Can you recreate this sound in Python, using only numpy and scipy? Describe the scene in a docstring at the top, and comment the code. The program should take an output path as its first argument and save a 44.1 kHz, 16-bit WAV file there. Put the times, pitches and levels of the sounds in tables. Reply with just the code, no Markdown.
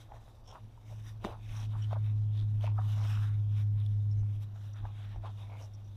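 """Outdoors at an aluminium trailer step, hands press a hook-and-loop backed fabric panel into place. Stick-slip
friction sounds as fabric slides over the tread and fingers scuff the panel and scratch over the ribbed tread.
Impacts excite damped vibrations: fingers tap the taut panel, single hooks tick, the step knocks once. Behind
them the air hisses over a low rumble, and a far engine hums, swells and fades while its firing rate sinks."""
import sys
import numpy as np
from scipy import signal
from scipy.fft import rfft, irfft
from scipy.io import wavfile

SR = 44100
rng = np.random.default_rng(int(sys.argv[2]) if len(sys.argv) > 2 else 0)


def inscribe(sig):
    """Save sig as 16-bit PCM at rate SR to the path in sys.argv[1].

    A 1-D sig is mono; a 2-D sig holds one channel per row.
    Samples are clipped to [-1, 1] before scaling.
    """
    pcm = np.round(np.clip(np.atleast_2d(sig).T, -1, 1) * 32767)
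    wavfile.write(sys.argv[1], SR, pcm.astype(np.int16))


N = 262836


def from_db(db):
    """Amplitude ratio: tenfold for every 20 dB."""
    return 10 ** (np.asarray(db) / 20)


def unit_rms(x):
    """Normalisation to unit mean power."""
    return x / np.sqrt(np.mean(x ** 2) + 1e-20)


def level_curve(rows):
    """Linear interpolation of a level over time, one value a sample."""
    return np.interp(np.arange(N) / SR, *np.transpose(rows))


def coloured(x, spectrum):
    """Spectral shaping along a logarithmic frequency axis; rms 1."""
    hz, db = np.transpose(spectrum)
    bins = np.maximum(np.fft.rfftfreq(N, 1 / SR), 1)
    gain = from_db(np.interp(np.log(bins), np.log(hz), db, left=-90, right=-90))
    return unit_rms(irfft(rfft(x) * gain, N))


def band(x, low_hz, high_hz, order=2):
    """Causal band-pass filtering."""
    return signal.sosfilt(signal.butter(order, [low_hz, high_hz], "band", fs=SR, output="sos"), x)


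def noise(count, low_hz, high_hz, order=2):
    """Band-limited random noise; rms 1."""
    return unit_rms(band(rng.standard_normal(count), low_hz, high_hz, order))


def drift(rate_hz):
    """Random modulation: low-passed noise with a spread of 1."""
    count = 8192
    bins = np.fft.rfftfreq(count, N / SR / count)
    slow = unit_rms(irfft(rfft(rng.standard_normal(count)) / (1 + (bins / rate_hz) ** 4)))
    return np.interp(np.linspace(0, count - 1, N), np.arange(count), slow)


def resonance(x, hz, width_hz):
    """Driven damped oscillator with unit gain at its peak."""
    r = np.exp(-np.pi * width_hz / SR)
    feedback = [1, -2 * r * np.cos(2 * np.pi * hz / SR), r * r]
    return signal.lfilter(np.array([1, 0, -1]) * (1 - r * r) / 2, feedback, x)


def slips(per_s, spread_db):
    """Stick-slip friction as a random impulse train in which large slips are rare; rms 1."""
    chance = rng.random(N, dtype=np.float32) * SR / per_s
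    at = np.flatnonzero(chance < 1)
    sizes = np.zeros(N)
    sizes[at] = from_db(spread_db * np.minimum(-np.log(chance[at] + 1e-9), 4))
    signs = 2 * rng.integers(0, 2, N, dtype=np.int8) - 1
    return unit_rms(sizes * signs)


def add(out, start_s, sound):
    """Superposition of a short sound on the output."""
    at = round(start_s * SR)
    out[at:at + len(sound)] += sound[:N - at]


def bell(peak_s, length_s, rise_share):
    """Amplitude envelope of one motion: a lopsided bell that reaches 1 at peak_s."""
    age = np.arange(N) / SR - peak_s
    near, out = np.abs(age) < 3 * length_s, np.zeros(N)
    width_s = length_s * np.where(age[near] < 0, rise_share, 1 - rise_share)
    out[near] = np.exp(-(age[near] / width_s) ** 2)
    return out


def strokes(rows, friction, rise_share, upper_ratio, upper_db):
    """Forced vibration: the friction of each stroke drives a resonance and a weaker one above it."""
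    out = np.zeros(N)
    for peak_s, length_s, db, hz, width_hz in rows:
        envelope = bell(peak_s, length_s, rise_share)
        near = envelope > 1e-4
        grip = band(friction[near], 200, 2 * hz)  # a soft contact feeds little far above the resonance
        upper = from_db(upper_db) * resonance(grip, hz * upper_ratio, width_hz)
        out[near] += from_db(db) * unit_rms(resonance(grip, hz, width_hz) - upper) * envelope[near]
    return out


def contacts(rows, attack_s, crack_db, crack_t60_s, crack_band_hz):
    """Free vibration: each impulse leaves a damped sinusoid and a short crack of noise."""
    out, t = np.zeros(N), np.arange(SR // 6) / SR
    for start_s, db, hz, t60_s in rows:
        swing = np.sin(2 * np.pi * hz * t) * from_db(-60 * t / t60_s) * (1 - np.exp(-t / attack_s))
        crack = noise(len(t), *crack_band_hz) * from_db(crack_db - 60 * t / crack_t60_s)
        add(out, start_s, from_db(db) * (swing / np.abs(swing).max() + crack))
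    return out


# spectrum of still air: frequency_hz, relative_db
AIR_SPECTRUM = [(20, -13.5), (54, -18.5), (110, -10), (135, -20.5), (175, -12.5), (270, -19), (335, -21),
                (430, -22.5), (700, -22.5), (1000, -27), (1720, -40), (3600, -58), (4400, -44.5),
                (5800, -47), (7500, -54), (15500, -51.5)]
# spectrum of the low rumble, its peak near 27 Hz a slow beat of the far engine: frequency_hz, relative_db
RUMBLE_SPECTRUM = [(14, -5), (27, 4), (55, -1), (80, -4), (140, -19), (220, -29.5), (340, -23.5),
                   (450, -36)]
# slow swell of the rumble: time_s, level_db
RUMBLE_LEVELS = [(0, -55), (.8, -58.5), (1.3, -50.5), (2.8, -49), (4.3, -51), (4.65, -58), (5.96, -56.5)]
# gusts riding on the rumble: peak_s, level_db
RUMBLE_GUSTS = [(1.5, -51.5), (2.42, -47), (4.2, -46), (4.83, -43.5), (5.17, -41)]


def outdoor_air(air_db=-69, gust_s=0.067):
    """Broadband noise: steady air lies over a rumble whose amplitude swells and gusts."""
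    air = coloured(rng.standard_normal(N), AIR_SPECTRUM)
    air = band(air, 180, 18000) / np.std(band(air, 300, 15000))
    gusts = sum(from_db(db) * bell(peak_s, gust_s, rise_share=0.42) for peak_s, db in RUMBLE_GUSTS)
    rumble = coloured(rng.standard_normal(N), RUMBLE_SPECTRUM)
    return from_db(air_db) * air + (from_db(level_curve(RUMBLE_LEVELS)) + gusts) * rumble


# swell and fade of the firing tone: time_s, level_db
FIRING_LEVELS = [(0, -53.5), (.57, -63), (.65, -43), (.72, -56), (.82, -56), (.88, -44.5), (1.04, -41.5),
                 (1.3, -50), (1.62, -35), (2.15, -30.5), (4.22, -30), (4.55, -42.5), (4.85, -40.5),
                 (5.96, -45)]
# weak engine partials: firing_rate_multiple, relative_db
ENGINE_PARTIALS = [(1.16, -31), (1.30, -30), (1.42, -32.5), (1.562, -37.5), (1.846, -33.5), (2.0, -34),
                   (2.255, -36.5), (2.691, -42.5), (3.17, -43)]


def far_engine(start_hz=109.57, settled_hz=99.5, settle_s=4.2, partials_follow=0.73, blur_db=-59):
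    """Distance leaves mostly the firing tone; multipath scattering blurs it and makes partials waver."""
    firing_hz = settled_hz + (start_hz - settled_hz) * np.exp(-np.arange(N) / SR / settle_s)
    phase = 2 * np.pi * np.cumsum(firing_hz) / SR
    db = level_curve(FIRING_LEVELS)
    tone = from_db(db) * np.sin(phase) * (1 + .06 * drift(9))
    # the partials follow only a share of the firing tone's rise and fall
    partials_gain = from_db(db.max() + partials_follow * (db - db.max()))
    for multiple, relative_db in ENGINE_PARTIALS:
        amplitude = partials_gain * from_db(relative_db) * (1 + 0.53 * drift(7.7))
        tone += amplitude * np.sin(multiple * phase + 0.21 * drift(1.8))
    return np.sqrt(2) * tone + from_db(blur_db) * noise(N, 92.4, 117.8, order=3)


# fabric slides over the tread: peak_s, length_s, level_db, relative_treble_db
FABRIC_SLIDES = [(.01, 0.061, -62.5, 0.5), (0.297, 0.24, -71.5, 1.5), (0.558, 0.063, -63, -1.5),
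                 (0.95, 0.15, -69, 3.5), (1.086, 0.097, -63.5, 3.5), (1.257, 0.033, -53.5, -5.5),
                 (1.302, 0.12, -58.5, -8.5), (1.573, 0.19, -58, -2), (1.816, 0.19, -66, -5),
                 (1.926, 0.053, -57, -9), (2.063, 0.16, -65.5, -5), (2.392, 0.14, -64.5, -7),
                 (2.638, 0.047, -53.5, -5), (2.885, 0.18, -65.5, 3.5), (3.126, 0.38, -54.5, -4.5),
                 (3.592, 0.12, -60.5, -4.5), (3.806, .06, -61, -11), (4.429, 0.04, -68.5, 4.5),
                 (4.672, 0.11, -64, -2), (4.787, 0.069, -63, -8), (5.06, 0.27, -63, -10),
                 (5.272, .07, -59, -10), (5.41, 0.084, -65.5, -2.5), (5.625, 0.11, -63, 1)]


def fabric_motion(rustle_db=-72.5, rustle_treble_db=-1.5, swing_db=1.5):
    """Incoherent sources add in power: slides and resting rustle set the gains of body and treble."""
    body = from_db(rustle_db + swing_db * drift(5.4)) ** 2
    treble = body * from_db(rustle_treble_db) ** 2
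    for peak_s, length_s, db, treble_db in FABRIC_SLIDES:
        power = (from_db(db) * bell(peak_s, length_s, rise_share=0.59)) ** 2
        body += power
        treble += power * from_db(treble_db) ** 2
    return np.sqrt(body), np.sqrt(treble)


# spectra of the sliding fabric's body and treble: frequency_hz, relative_db
FABRIC_BODY = [(400, -1), (800, 1), (1400, -2), (2100, -3), (2800, -2), (3750, 0.5), (4350, -14),
               (5200, -19.5)]
FABRIC_TREBLE = [(4200, -27.5), (4900, -6), (5700, 3), (7000, -7), (8200, -6.5), (9200, -10), (11000, -5.5),
                 (12200, -14.5), (13300, -6), (15500, -20)]


def sliding_fabric(treble_db=-7.0, catch_db=1.75, crackle_db=-11, width_hz=420):
    """Sliding friction: the weave catches and crackles; tread resonances come and go as it moves."""
    body_gain, treble_gain = fabric_motion()
    weave = np.zeros(N)
    for hz in np.linspace(700, 15000, 40):
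        friction = slips(per_s=1500, spread_db=3.0)
        ring = resonance(resonance(friction, hz, width_hz), hz, width_hz)
        weave += ring * from_db(2.8 * drift(5))
    weave *= from_db(catch_db * drift(20))
    crackle = from_db(crackle_db) * slips(per_s=93, spread_db=2.5)
    sheen = from_db(treble_db) * coloured(unit_rms(weave) + crackle, FABRIC_TREBLE)
    return body_gain * coloured(weave, FABRIC_BODY) + treble_gain * sheen


# fingertips scratch over the ribbed tread: peak_s, length_s, level_db, pitch_hz, width_hz
TREAD_SCRATCHES = [(.492, 0.053, -60, 5460, 160), (.495, .055, -62, 3260, 400),
                   (1.5, 0.095, -62.5, 2300, 600), (1.59, 0.089, -65, 5600, 200),
                   (1.836, 0.031, -56, 3036, 68.5), (1.826, .034, -65.5, 5600, 89),
                   (2.385, 0.098, -62.5, 3540, 287), (2.665, 0.075, -57, 2400, 684),
                   (3.08, 0.19, -62, 5400, 400), (4.122, 0.021, -70, 5420, 198.6),
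                   (4.2, 0.045, -72.5, 6100, 254), (4.736, .014, -63.5, 5730, 180),
                   (5.54, 0.12, -64.5, 2250, 200), (5.635, .042, -60.5, 5660, 400),
                   (5.746, 0.021, -65.5, 5650, 150), (5.87, .06, -73.5, 5800, 300)]


def tread_scratches():
    """Repeated plucking: fingertips drag over the tread's ribs one after another and ring them in narrow
    resonances."""
    friction = band(slips(per_s=1200, spread_db=5.0), 1900, 17000)
    return strokes(TREAD_SCRATCHES, friction, rise_share=.48, upper_ratio=3.2, upper_db=-21)


# single hooks let go: start_s, level_db, pitch_hz
HOOK_TICKS = [(0.475, -49, 5670), (1.567, -45, 5730), (2.610, -44.5, 3160), (2.6667, -43, 2600),
              (3.8015, -47, 3640), (3.863, -43, 3450), (4.1135, -52, 5400), (5.737, -52, 5500)]


def hook_ticks(t60_s=0.017):
    """Elastic release: a hook lets go and rings briefly at a high pitch."""
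    rows = [(*row, t60_s) for row in HOOK_TICKS]
    return contacts(rows, attack_s=0.00013, crack_db=-12, crack_t60_s=0.011, crack_band_hz=(2200, 13000))


# fingers scuff the panel: peak_s, length_s, level_db, pitch_hz
FINGER_SCUFFS = [(0.127, 0.075, -58, 736), (0.26, 0.69, -72.5, 730), (0.501, 0.052, -58, 664),
                 (0.553, 0.048, -52, 880), (0.911, 0.042, -61, 700), (1.26, 0.086, -48.5, 580),
                 (1.315, .09, -54, 820), (1.752, 0.065, -55.5, 990), (1.92, .033, -52, 895),
                 (1.962, 0.033, -51, 960), (2.653, 0.11, -54.5, 820), (2.786, 0.042, -49, 1010),
                 (2.846, 0.12, -62.5, 930), (3.023, 0.092, -55, 890), (3.126, 0.26, -56.5, 1330),
                 (4.768, 0.076, -61.5, 1360), (4.854, 0.082, -58.5, 820), (5.15, 0.07, -62, 696),
                 (5.258, 0.064, -51.5, 890), (5.41, 0.14, -63.5, 785), (5.527, 0.068, -54.5, 710),
                 (5.615, 0.085, -60, 640)]


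def finger_scuffs(judder_db=2.0, width_hz=430):
    """Stick-slip of skin drives the broad, dull resonances of the taut panel."""
    friction = band(slips(per_s=2800, spread_db=1.5), 230, 1700) * from_db(judder_db * drift(98))
    rows = [(*row, width_hz) for row in FINGER_SCUFFS]
    return strokes(rows, friction, rise_share=0.36, upper_ratio=1.55, upper_db=-13)


# the two close impacts of one knock: start_s, level_db
STEP_IMPACTS = [(1.2431, -43.5), (1.248, -35.5)]
# modes of the step, damped by the hands: pitch_hz, relative_db, t60_s
STEP_MODES = [(207, 4, 0.06), (327, 4, 0.088), (404, 0.5, 0.065), (664, 4.5, 0.021), (1090, 15, 0.0056),
              (1400, -11, 0.0051), (1850, -7, 0.018), (2360, -18, 0.14), (2770, -33, 0.11),
              (2929, -23.5, .10), (3640, -11.5, .07), (4020, -22, 0.11), (5960, -28, 0.15)]


def step_knock(crack_db=-13, crack_t60_s=0.015, thud_db=-7, thud_t60_s=.075):
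    """Modal vibration: the step shifts in its hinge, the impacts ring its modes and the frame thuds."""
    out, t = np.zeros(N), np.arange(SR // 3) / SR
    ring = sum((-1) ** k * from_db(db - 60 * t / t60_s) * np.sin(2 * np.pi * hz * t)
               for k, (hz, db, t60_s) in enumerate(STEP_MODES))
    for start_s, db in STEP_IMPACTS:
        crack = noise(len(t), 180, 6600) * from_db(crack_db - 60 * t / crack_t60_s)
        thud = noise(len(t), 100, 450) * from_db(thud_db - 60 * t / thud_t60_s)
        add(out, start_s, from_db(db) * (ring + crack + thud))
    return out


# fingers tap the panel: start_s, level_db, pitch_hz, t60_s
FINGER_TAPS = [(.119, -40, 830, 0.018), (.279, -48.5, 740, 0.007), (.555, -38.5, 1060, 0.0048),
               (.776, -52.5, 930, 0.026), (.924, -50.5, 600, 0.031), (1.277, -39, 750, 0.0067),
               (1.911, -41.5, 750, 0.01), (1.9295, -28.5, 674, 0.012), (1.9655, -39, 607, .024),
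               (2.641, -32.5, 633, .025), (2.676, -36.5, 915, .015), (2.780, -41, 1252, 0.072),
               (2.786, -37, 750, 0.054), (3.173, -40, 1310, 0.0075), (4.233, -48, 800, 0.0053),
               (4.559, -52.5, 745, 0.011), (4.8528, -34.5, 875, 0.0064), (5.160, -43, 770, 0.0091),
               (5.237, -41.5, 665, 0.024), (5.2475, -38.5, 705, .007)]


def finger_taps():
    """Impact excitation: a soft fingertip sets the taut panel into a quickly damped vibration."""
    return contacts(FINGER_TAPS, attack_s=0.0014, crack_db=-16, crack_t60_s=0.03,
                    crack_band_hz=(850, 1760))


def scene():
    """Superposition of close handling, far engine and outdoor air in one channel."""
    contact = from_db(-1) * finger_taps() + from_db(-6) * hook_ticks()
    fabric = from_db(0.27) * sliding_fabric()
    rubbing = from_db(1.07) * finger_scuffs() + from_db(-0.1) * tread_scratches()
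    hands = contact + fabric + rubbing + step_knock()
    return (far_engine() + outdoor_air() + hands)[None]


def record(dry, cutoff_hz=15400):
    """Band limiting: a steep low-pass removes the highest treble."""
    return signal.sosfilt(signal.ellip(10, .1, 80, cutoff_hz, fs=SR, output="sos"), dry)


dry = scene()
out = record(dry)
inscribe(out)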